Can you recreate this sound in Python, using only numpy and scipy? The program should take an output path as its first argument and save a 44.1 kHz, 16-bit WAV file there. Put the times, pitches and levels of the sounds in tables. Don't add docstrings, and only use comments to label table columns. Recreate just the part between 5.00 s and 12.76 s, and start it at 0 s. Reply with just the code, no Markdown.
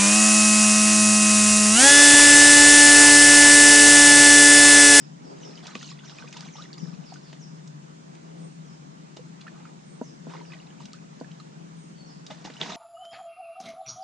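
import sys
import numpy as np
from scipy import signal
from scipy.fft import rfft, irfft, next_fast_len
from scipy.io import wavfile
from scipy.ndimage import uniform_filter1d, map_coordinates

SR = 44100
rng = np.random.default_rng(int(sys.argv[2]) if len(sys.argv) > 2 else 0)


def persist_wave(psi):
    counts = np.round(np.clip(psi, -1, 1) * 32767).astype(np.int16)
    wavfile.write(sys.argv[1], SR, np.atleast_2d(counts).T)


N = 342216


def amp(db):
    return 10 ** (np.asarray(db) / 20)


def unit(x):
    return x / np.sqrt(np.mean(x ** 2) + 1e-20)


def along(points, hz):
    f, v = np.transpose(points)
    return np.interp(np.log(hz + 1), np.log(f + 1), v)


def wobble(knots_per_s, size=N):
    knots = rng.standard_normal(int(size * knots_per_s / SR) + 4)
    return map_coordinates(knots, [np.arange(size) * knots_per_s / SR])


def filtered(x, response):
    n = x.shape[-1]
    padded = next_fast_len(n + SR // 4)
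    hz = np.fft.rfftfreq(padded, 1 / SR)
    return irfft(rfft(x, padded) * response(hz), padded)[..., :n]


def shaped(x, points):
    return filtered(x, lambda hz: amp(along(points, hz)))


def add(track, start_s, sound):
    i = round(start_s * SR)
    part = sound[max(-i, 0):max(N - i, 0)]
    track[max(i, 0):max(i, 0) + len(part)] += part


def event_track():
    return np.zeros(N), np.arange(SR // 6) / SR


def bubble(t, hz, t60_s, rise):
    onset = 1 - np.exp(-.8 * t * hz)
    phase = 2 * np.pi * hz * t * (1 + rise * t / t60_s / 2)
    return amp(-60 * t / t60_s) * onset * np.sin(phase)


def fizz(count, centre_hz, spread, cycles, size_db):
    t = np.arange(int(SR * cycles / centre_hz)) / SR
    start, size = rng.random((2, count, 1))
    hz = np.clip(centre_hz * np.exp(spread * rng.standard_normal((count, 1))), 300, 9000)
    gain = amp(size_db * np.minimum(-np.log(size), 3))
    rings = gain * bubble(t, hz, cycles / hz, rise=0.25)
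    index = (start * N).astype(int) + np.arange(len(t))
    return unit(np.bincount(index.ravel(), rings.ravel(), N)[:N])


def spatter(rough_db=2.5):
    return unit(rng.standard_normal(N) * amp(rough_db * wobble(500)))


def flow(start_s, length_s, rise_s, fall_db_per_s):
    t = np.maximum(np.arange(N) / SR - start_s, 0)
    return (1 - np.exp(-t / rise_s)) * amp(-fall_db_per_s * np.maximum(t - length_s, 0))


# start_s, length_s, level_db (before spurts), spray_minus_bubbling_db
RUNOFFS = [(0.357, 0.23, -57.5, 0), (0.625, 0.093, -49, -2), (0.741, 0.17, -48.5, 16),
           (1.018, 0.22, -53, 2.5), (1.264, 0.21, -51.5, 3), (1.55, 0.097, -52.5, 2),
           (1.76, 0.59, -63.5, 3), (4.373, 0.33, -62.5, -18), (5.294, 0.065, -48, -4.5),
           (5.49, 0.065, -56, -13), (5.799, 0.021, -52, 6), (6.215, 0.27, -68, -6), (7.27, 0.36, -57.5, 1)]
# freq_hz, relative_db
SPRAY_SPECTRUM = [(1200, -13), (2400, -2), (7000, 2)]
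RUN_RISE_SHARE, RUN_FALL_DB_PER_S = 0.054, 297.5
DRIP_DB, DRIP_FALL_DB_PER_S = -11, 24.5


def running_water(spurt_db=2.0):
    drops = fizz(count=7500, centre_hz=4396, spread=0.366, cycles=46, size_db=2.5)
    spray = unit(shaped(drops + 0.44 * spatter(), SPRAY_SPECTRUM))
    bubbles = fizz(count=5500, centre_hz=1402, spread=0.435, cycles=21, size_db=2.5)
    drips = fizz(count=650, centre_hz=2510, spread=0.499, cycles=33, size_db=3.5)
    spray_power, bubble_power, drip_power = np.zeros((3, N))
    for start_s, length_s, level_db, fine_db in RUNOFFS:
        rise_s = RUN_RISE_SHARE * length_s
        power = (amp(level_db) * flow(start_s, length_s, rise_s, RUN_FALL_DB_PER_S)) ** 2
        bubbling_share = 1 / (1 + amp(fine_db) ** 2)
        bubble_power += power * bubbling_share
        spray_power += power * (1 - bubbling_share)
        drip_gain = amp(level_db + DRIP_DB)
        drip_power += (drip_gain * flow(start_s, length_s, rise_s, DRIP_FALL_DB_PER_S)) ** 2
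    water = np.sqrt(bubble_power) * bubbles + np.sqrt(spray_power) * spray
    spurts = amp(spurt_db * wobble(45) - 2.5)
    return spurts * water + np.sqrt(drip_power) * drips


# start_s, length_s, level_db
GUSHES = [(7.3, 0.017, -45.5), (7.442, 0.017, -43), (7.599, .17, -42.5)]
# freq_hz, relative_db
GUSH_SPECTRUM = [(230, 3.5), (480, -5.5), (780, 3.5), (1250, -9.5), (3700, -8.5), (6000, -8.5),
                 (8500, -19.5)]
GUSH_RISE_S, GUSH_FALL_DB_PER_S = 0.0016, 460


def pour(lumps_db=2.0):
    froth = fizz(count=6000, centre_hz=2290, spread=0.497, cycles=22, size_db=2.5)
    turbulence = unit(shaped(rng.standard_normal(N), GUSH_SPECTRUM))
    sheets = np.zeros(N)
    for start_s, length_s, level_db in GUSHES:
        sheets += amp(level_db) * flow(start_s, length_s, GUSH_RISE_S, GUSH_FALL_DB_PER_S)
    return sheets * amp(lumps_db * wobble(90)) * unit(turbulence + 0.61 * froth)


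BUBBLE_T60_AT_1K_S = 0.032


def plop(t, hz):
    return bubble(t, hz, BUBBLE_T60_AT_1K_S * (hz / 1000) ** -.55, rise=.14)


def crackle(t, centre_hz, t60_s, attack_share=0.062):
    droplets = rng.standard_normal(len(t)) * amp(4.4 * wobble(900, size=len(t)))
    burst = unit(filtered(droplets, lambda hz: 1 / (1 + 0.72 * (hz / centre_hz - centre_hz / (hz + 1)) ** 2)))
    return amp(-60 * t / t60_s) * (1 - np.exp(-t / (attack_share * t60_s))) * burst


# start_s, pitch_hz (at the start), level_db
BUBBLES = [(.433, 2950, -40), (.555, 4800, -38.5), (.576, 3030, -36.5), (.678, 1460, -39.5),
           (.753, 1130, -29.5), (.828, 1360, -36.5), (.844, 4260, -35.5), (1.185, 2430, -35),
           (1.223, 1510, -36.5), (1.238, 465, -39.5), (1.276, 2410, -39), (1.365, 920, -37),
           (1.568, 3650, -42), (1.622, 3820, -35.5), (1.73, 4470, -32), (1.74, 3550, -43),
           (1.781, 4870, -39), (1.884, 1380, -47), (2.122, 747, -33), (2.158, 1420, -39.5),
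           (4.192, 480, -36.5), (4.412, 4110, -44), (4.467, 1340, -34), (4.479, 1720, -32.5),
           (4.653, 1320, -37.5), (5.336, 1017, -33), (5.349, 877, -34.5), (5.52, 2460, -37.5),
           (5.534, 1970, -38.5), (5.804, 960, -44.5), (6.201, 4500, -44.5), (6.244, 1680, -41.5),
           (6.315, 3030, -43), (6.4, 4120, -41), (6.4, 1205, -42), (7.303, 824, -35), (7.309, 3570, -36.5),
           (7.313, 590, -32.5), (7.475, 835, -35), (7.567, 2900, -37), (7.721, 3880, -31),
           (7.732, 3570, -32)]
SMACK_T60_S, SMACK_DB = 0.026, -9.5


def plops():
    out, t = event_track()
    for start_s, pitch_hz, level_db in BUBBLES:
        smack = amp(SMACK_DB) * crackle(t, pitch_hz, SMACK_T60_S)
        add(out, start_s, amp(level_db) * (plop(t, pitch_hz) + smack))
    return out


# start_s, start_pitch_hz, level_db, length_s, rise_share of the pitch
BLOOPS = [(1.583, 1150, -40.5, 0.041, 0.54), (5.934, 1220, -46, 0.025, 0.74)]


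def bloops():
    out = np.zeros(N)
    for start_s, pitch_hz, level_db, length_s, rise_share in BLOOPS:
        u = np.linspace(0, 1, int(length_s * SR))
        phase = 2 * np.pi * np.cumsum(pitch_hz * (1 + rise_share * u ** 2)) / SR
        envelope = (1 - np.exp(-10 * u)) * np.sqrt(1 - u) * np.exp(-u)
        add(out, start_s, amp(level_db) * envelope * np.sin(phase))
    return out


# start_s, level_db, centre_hz, t60_s
SPLASHES = [(0.667, -32, 4380, 0.033), (.752, -28, 2380, 0.024), (0.827, -38, 4600, 0.018),
            (1.096, -37, 2720, 0.013), (1.326, -35, 3660, 0.032), (1.368, -33.5, 3600, 0.024),
            (1.407, -26.5, 4300, 0.012), (2.136, -40, 5530, 0.03), (2.327, -39.5, 3000, 0.027),
            (2.675, -43.5, 6260, 0.023), (3.15, -46, 3480, 0.025), (4.165, -37, 3870, 0.036),
            (4.409, -40.5, 2860, 0.034), (5.854, -36.5, 4270, 0.024), (5.932, -38, 4200, 0.0094),
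            (5.961, -45, 5040, .015), (7.264, -35.5, 3970, .026), (7.5, -33.5, 1750, .028),
            (7.538, -37.5, 3400, 0.016)]
PING_DB = -13


def splashes():
    out, t = event_track()
    for start_s, level_db, centre_hz, t60_s in SPLASHES:
        ping = amp(PING_DB) * plop(t, centre_hz)
        add(out, start_s, amp(level_db) * (crackle(t, centre_hz, t60_s) + ping))
    return out


def ring(t, modes, pitch_factor):
    out = np.zeros(len(t))
    for k, (mode_hz, level_db, t60_s) in enumerate(modes):
        out += (-1) ** k * amp(level_db - 60 * t / t60_s) * np.sin(2 * np.pi * mode_hz * pitch_factor * t)
    return out


# start_s, level_db, pitch_factor (as the bucket fills and empties)
KNOCKS = [(.753, -31, 0.864), (2.329, -44, 1.5), (4.168, -39.5, 1.46), (5.013, -24, 1.045),
          (5.268, -34.5, 1.12), (6.211, -29.5, 1.12), (7.449, -36, 1.35), (7.499, -39, 1.1),
          (7.615, -30.5, 1.55)]
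# mode_hz (at pitch factor 1), relative_db, t60_s
BUCKET_MODES = [(238, -0.5, 0.043), (433, 0, 0.023), (587, -8, 0.041), (700, -4, 0.015), (913, -11, 0.036),
                (1340, -12.5, 0.015)]
# mode_hz, relative_db, t60_s
HANDLE_MODES = [(3430, 1, 0.0048)]


def bucket(click_s=7.6143, click_db=-10):
    out, t = event_track()
    for start_s, level_db, pitch_factor in KNOCKS:
        add(out, start_s, amp(level_db) * (1 - np.exp(-t / 0.0014)) * ring(t, BUCKET_MODES, pitch_factor))
    add(out, click_s, amp(click_db) * (1 - np.exp(-t / 0.00024)) * ring(t, HANDLE_MODES, 1))
    return out


# freq_hz, side_minus_mid_db
WIDTH = [(180, -4), (320, 1), (570, 7.5), (1000, 8.5), (1750, 2), (3000, -11.5), (5400, -4)]


def rush(spectrum, patchy_db=2.0):
    z = signal.stft(rng.standard_normal((2, N)), nperseg=512)[2]
    patches = uniform_filter1d(rng.standard_normal(z.shape[1:]), size=4, axis=0)
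    patches = uniform_filter1d(patches, size=10, axis=1)
    noise = signal.istft(z * amp(patchy_db * unit(patches)), nperseg=512)[1][:, :N]
    mid, side = unit(shaped(noise, spectrum))
    side = shaped(side, WIDTH)
    return np.array([mid + side, mid - side])


# fastest_s, level_db, fade_s (swirl falls to about a third)
STROKES = [(.42, -52, 0.19), (1.83, -54.5, 0.11), (3.35, -58.5, 0.27), (4.62, -63, 0.22),
           (5.37, -54.5, 0.17)]
# freq_hz, relative_db
EDDY_SPECTRUM = [(150, -21), (260, 4), (400, 0), (600, -8), (2500, -26)]
LAPPING_DB = -65.5


def swirl():
    t = np.arange(N) / SR
    power = amp(LAPPING_DB) ** 2
    for fastest_s, level_db, fade_s in STROKES:
        power = power + (amp(level_db) * np.exp(-((t - fastest_s) / fade_s) ** 2)) ** 2
    return np.sqrt(power) * amp(2.1 * wobble(25)) * rush(EDDY_SPECTRUM)


def throb(start_s=1.825, gap_s=0.053, hz=173, first_db=-17, later_db=-23, t60_s=0.081, right_db=-15, count=4):
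    out, t = event_track()
    for k in range(count):
        add(out, start_s + k * gap_s, amp(later_db if k else first_db) * bubble(t, hz, t60_s, rise=0))
    return np.array([out, amp(right_db) * out])


def echo(x, decay):
    hz, t, z = signal.stft(rng.standard_normal((2, SR // 2)), SR, nperseg=256)
    fade = amp(-60 * t / along(decay, hz)[:, None])
    tail = signal.istft(z * fade, SR, nperseg=256)[1]
    return signal.fftconvolve(x[None], tail / np.linalg.norm(tail[0]), axes=1)[:, :N]


def left_leads(x, radians):
    return filtered(x, lambda hz: np.exp(1j * np.array([[1], [-1]]) * radians(hz) / 2))


CHIRP_S, CHIRP_BEND_S = 0.087, 0.022
CHIRP_FALL_AT_5K = 0.45


def note(end_hz, fall, length_s, rasp):
    t = np.arange(int(length_s * SR)) / SR
    hz = end_hz * (1 + fall * np.exp(-t / CHIRP_BEND_S) + rasp * wobble(950, size=len(t)))
    envelope = np.sqrt(np.sin(np.pi * t / length_s)) * amp(3.0 * wobble(200, size=len(t)))
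    return envelope * np.sin(2 * np.pi * np.cumsum(hz) / SR)


# start_s, end_pitch_hz, relative_db
CHIRPS = [(-.06, 5050, -48.5), (0.227, 4720, -56.5), (.398, 5190, -51), (1.045, 4960, -54.5),
          (1.512, 5200, -50.5), (1.772, 5040, -54), (2.045, 4520, -52.5), (2.22, 4430, -57.5),
          (2.395, 5060, -56), (3.65, 5000, -61), (5.024, 5050, -57), (5.43, 4680, -58.5),
          (7.055, 4790, -57)]
# start_s, end_pitch_hz, relative_db
WHISTLES = [(3.37, 8470, -56.5), (4.845, 8500, -57), (6.76, 8450, -56), (6.95, 4440, -58)]


def birds():
    out = np.zeros(N)
    for start_s, end_hz, level_db in CHIRPS:
        fall = CHIRP_FALL_AT_5K * (end_hz / 5000) ** 3
        add(out, start_s, amp(level_db) * note(end_hz, fall, CHIRP_S, rasp=.05))
    for start_s, end_hz, level_db in WHISTLES:
        add(out, start_s, amp(level_db) * note(end_hz, fall=0.045, length_s=0.12, rasp=0.011))
    return out


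# cycle_rate_multiple, relative_db
ENGINE_LINES = [(22, -1.5), (23, -8), (24, -3.5), (25, -1), (26, -15), (28, -16.5), (29, -15.5)]
# freq_hz, relative_db
DRONE_SPECTRUM = [(25, -15.5), (135, -4), (170, 0.5), (200, -3.5), (340, -13.5), (600, -31.5)]
# freq_hz, left_lag_rad
ENGINE_LAG = [(130, 0.4), (170, 0.62), (260, 1.21), (500, 3.02)]


def engine(cycle_hz=6.628, lines_db=-50.5, drone_db=-51.0, diffuse_db=-54.5):
    turns = np.cumsum(cycle_hz * (1 + 0.0019 * wobble(1.44))) / SR
    lines = np.zeros(N)
    for multiple, level_db in ENGINE_LINES:
        k = round(multiple)
        line = np.sin(2 * np.pi * (k * turns + k * k / 6))
        lines += amp(level_db + 3.8 * wobble(3.147)) * line
    drone = unit(shaped(rng.standard_normal(N), DRONE_SPECTRUM))
    mono = amp(lines_db) * unit(lines) + amp(drone_db) * drone
    spread = left_leads(mono, lambda hz: -along(ENGINE_LAG, hz))
    return spread + amp(diffuse_db) * rush(DRONE_SPECTRUM)


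# freq_hz, relative_db
AIR_SPECTRUM = [(200, -2.5), (300, -9), (430, -7.5), (1400, -12.5), (3000, -16.5), (4500, -21.5),
                (6300, -19), (9000, -17.5)]


def air_noise(level_db=-58.0):
    return amp(level_db) * rush(AIR_SPECTRUM)


# freq_hz, t60_s
WALL_DECAY = [(200, 0.089), (1500, 0.089), (8000, 0.17)]
# freq_hz, left_minus_right_db
LEAN = [(150, 4.5), (350, 2.5), (1000, -2), (6000, -1)]
WATER_LAG_RAD = 0.55


def scene():
    near = running_water() + pour() + plops() + bloops() + splashes() + bucket()
    direct = left_leads(near, lambda hz: -WATER_LAG_RAD * np.exp(-np.log((hz + 1) / 600) ** 2))
    water = direct + amp(-4.0) * echo(near, WALL_DECAY) + swirl()
    song = birds()
    far_song = 0.59 * song + 1.04 * echo(song, [(5000, 0.52)])
    mix = water + throb() + far_song + engine() + air_noise()
    return filtered(mix, lambda hz: amp(np.array([[1], [-1]]) * along(LEAN, hz) / 2))


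# freq_hz, gain_db
MICROPHONE = [(112, -17), (142, 1.5), (7000, 2), (8200, -6.5)]
TOP_HZ = 9130


def record(dry):
    coloured = shaped(dry, MICROPHONE)
    return filtered(coloured, lambda hz: 1 / (1 + (hz / TOP_HZ) ** 130))


dry = scene()
out = record(dry)
persist_wave(out)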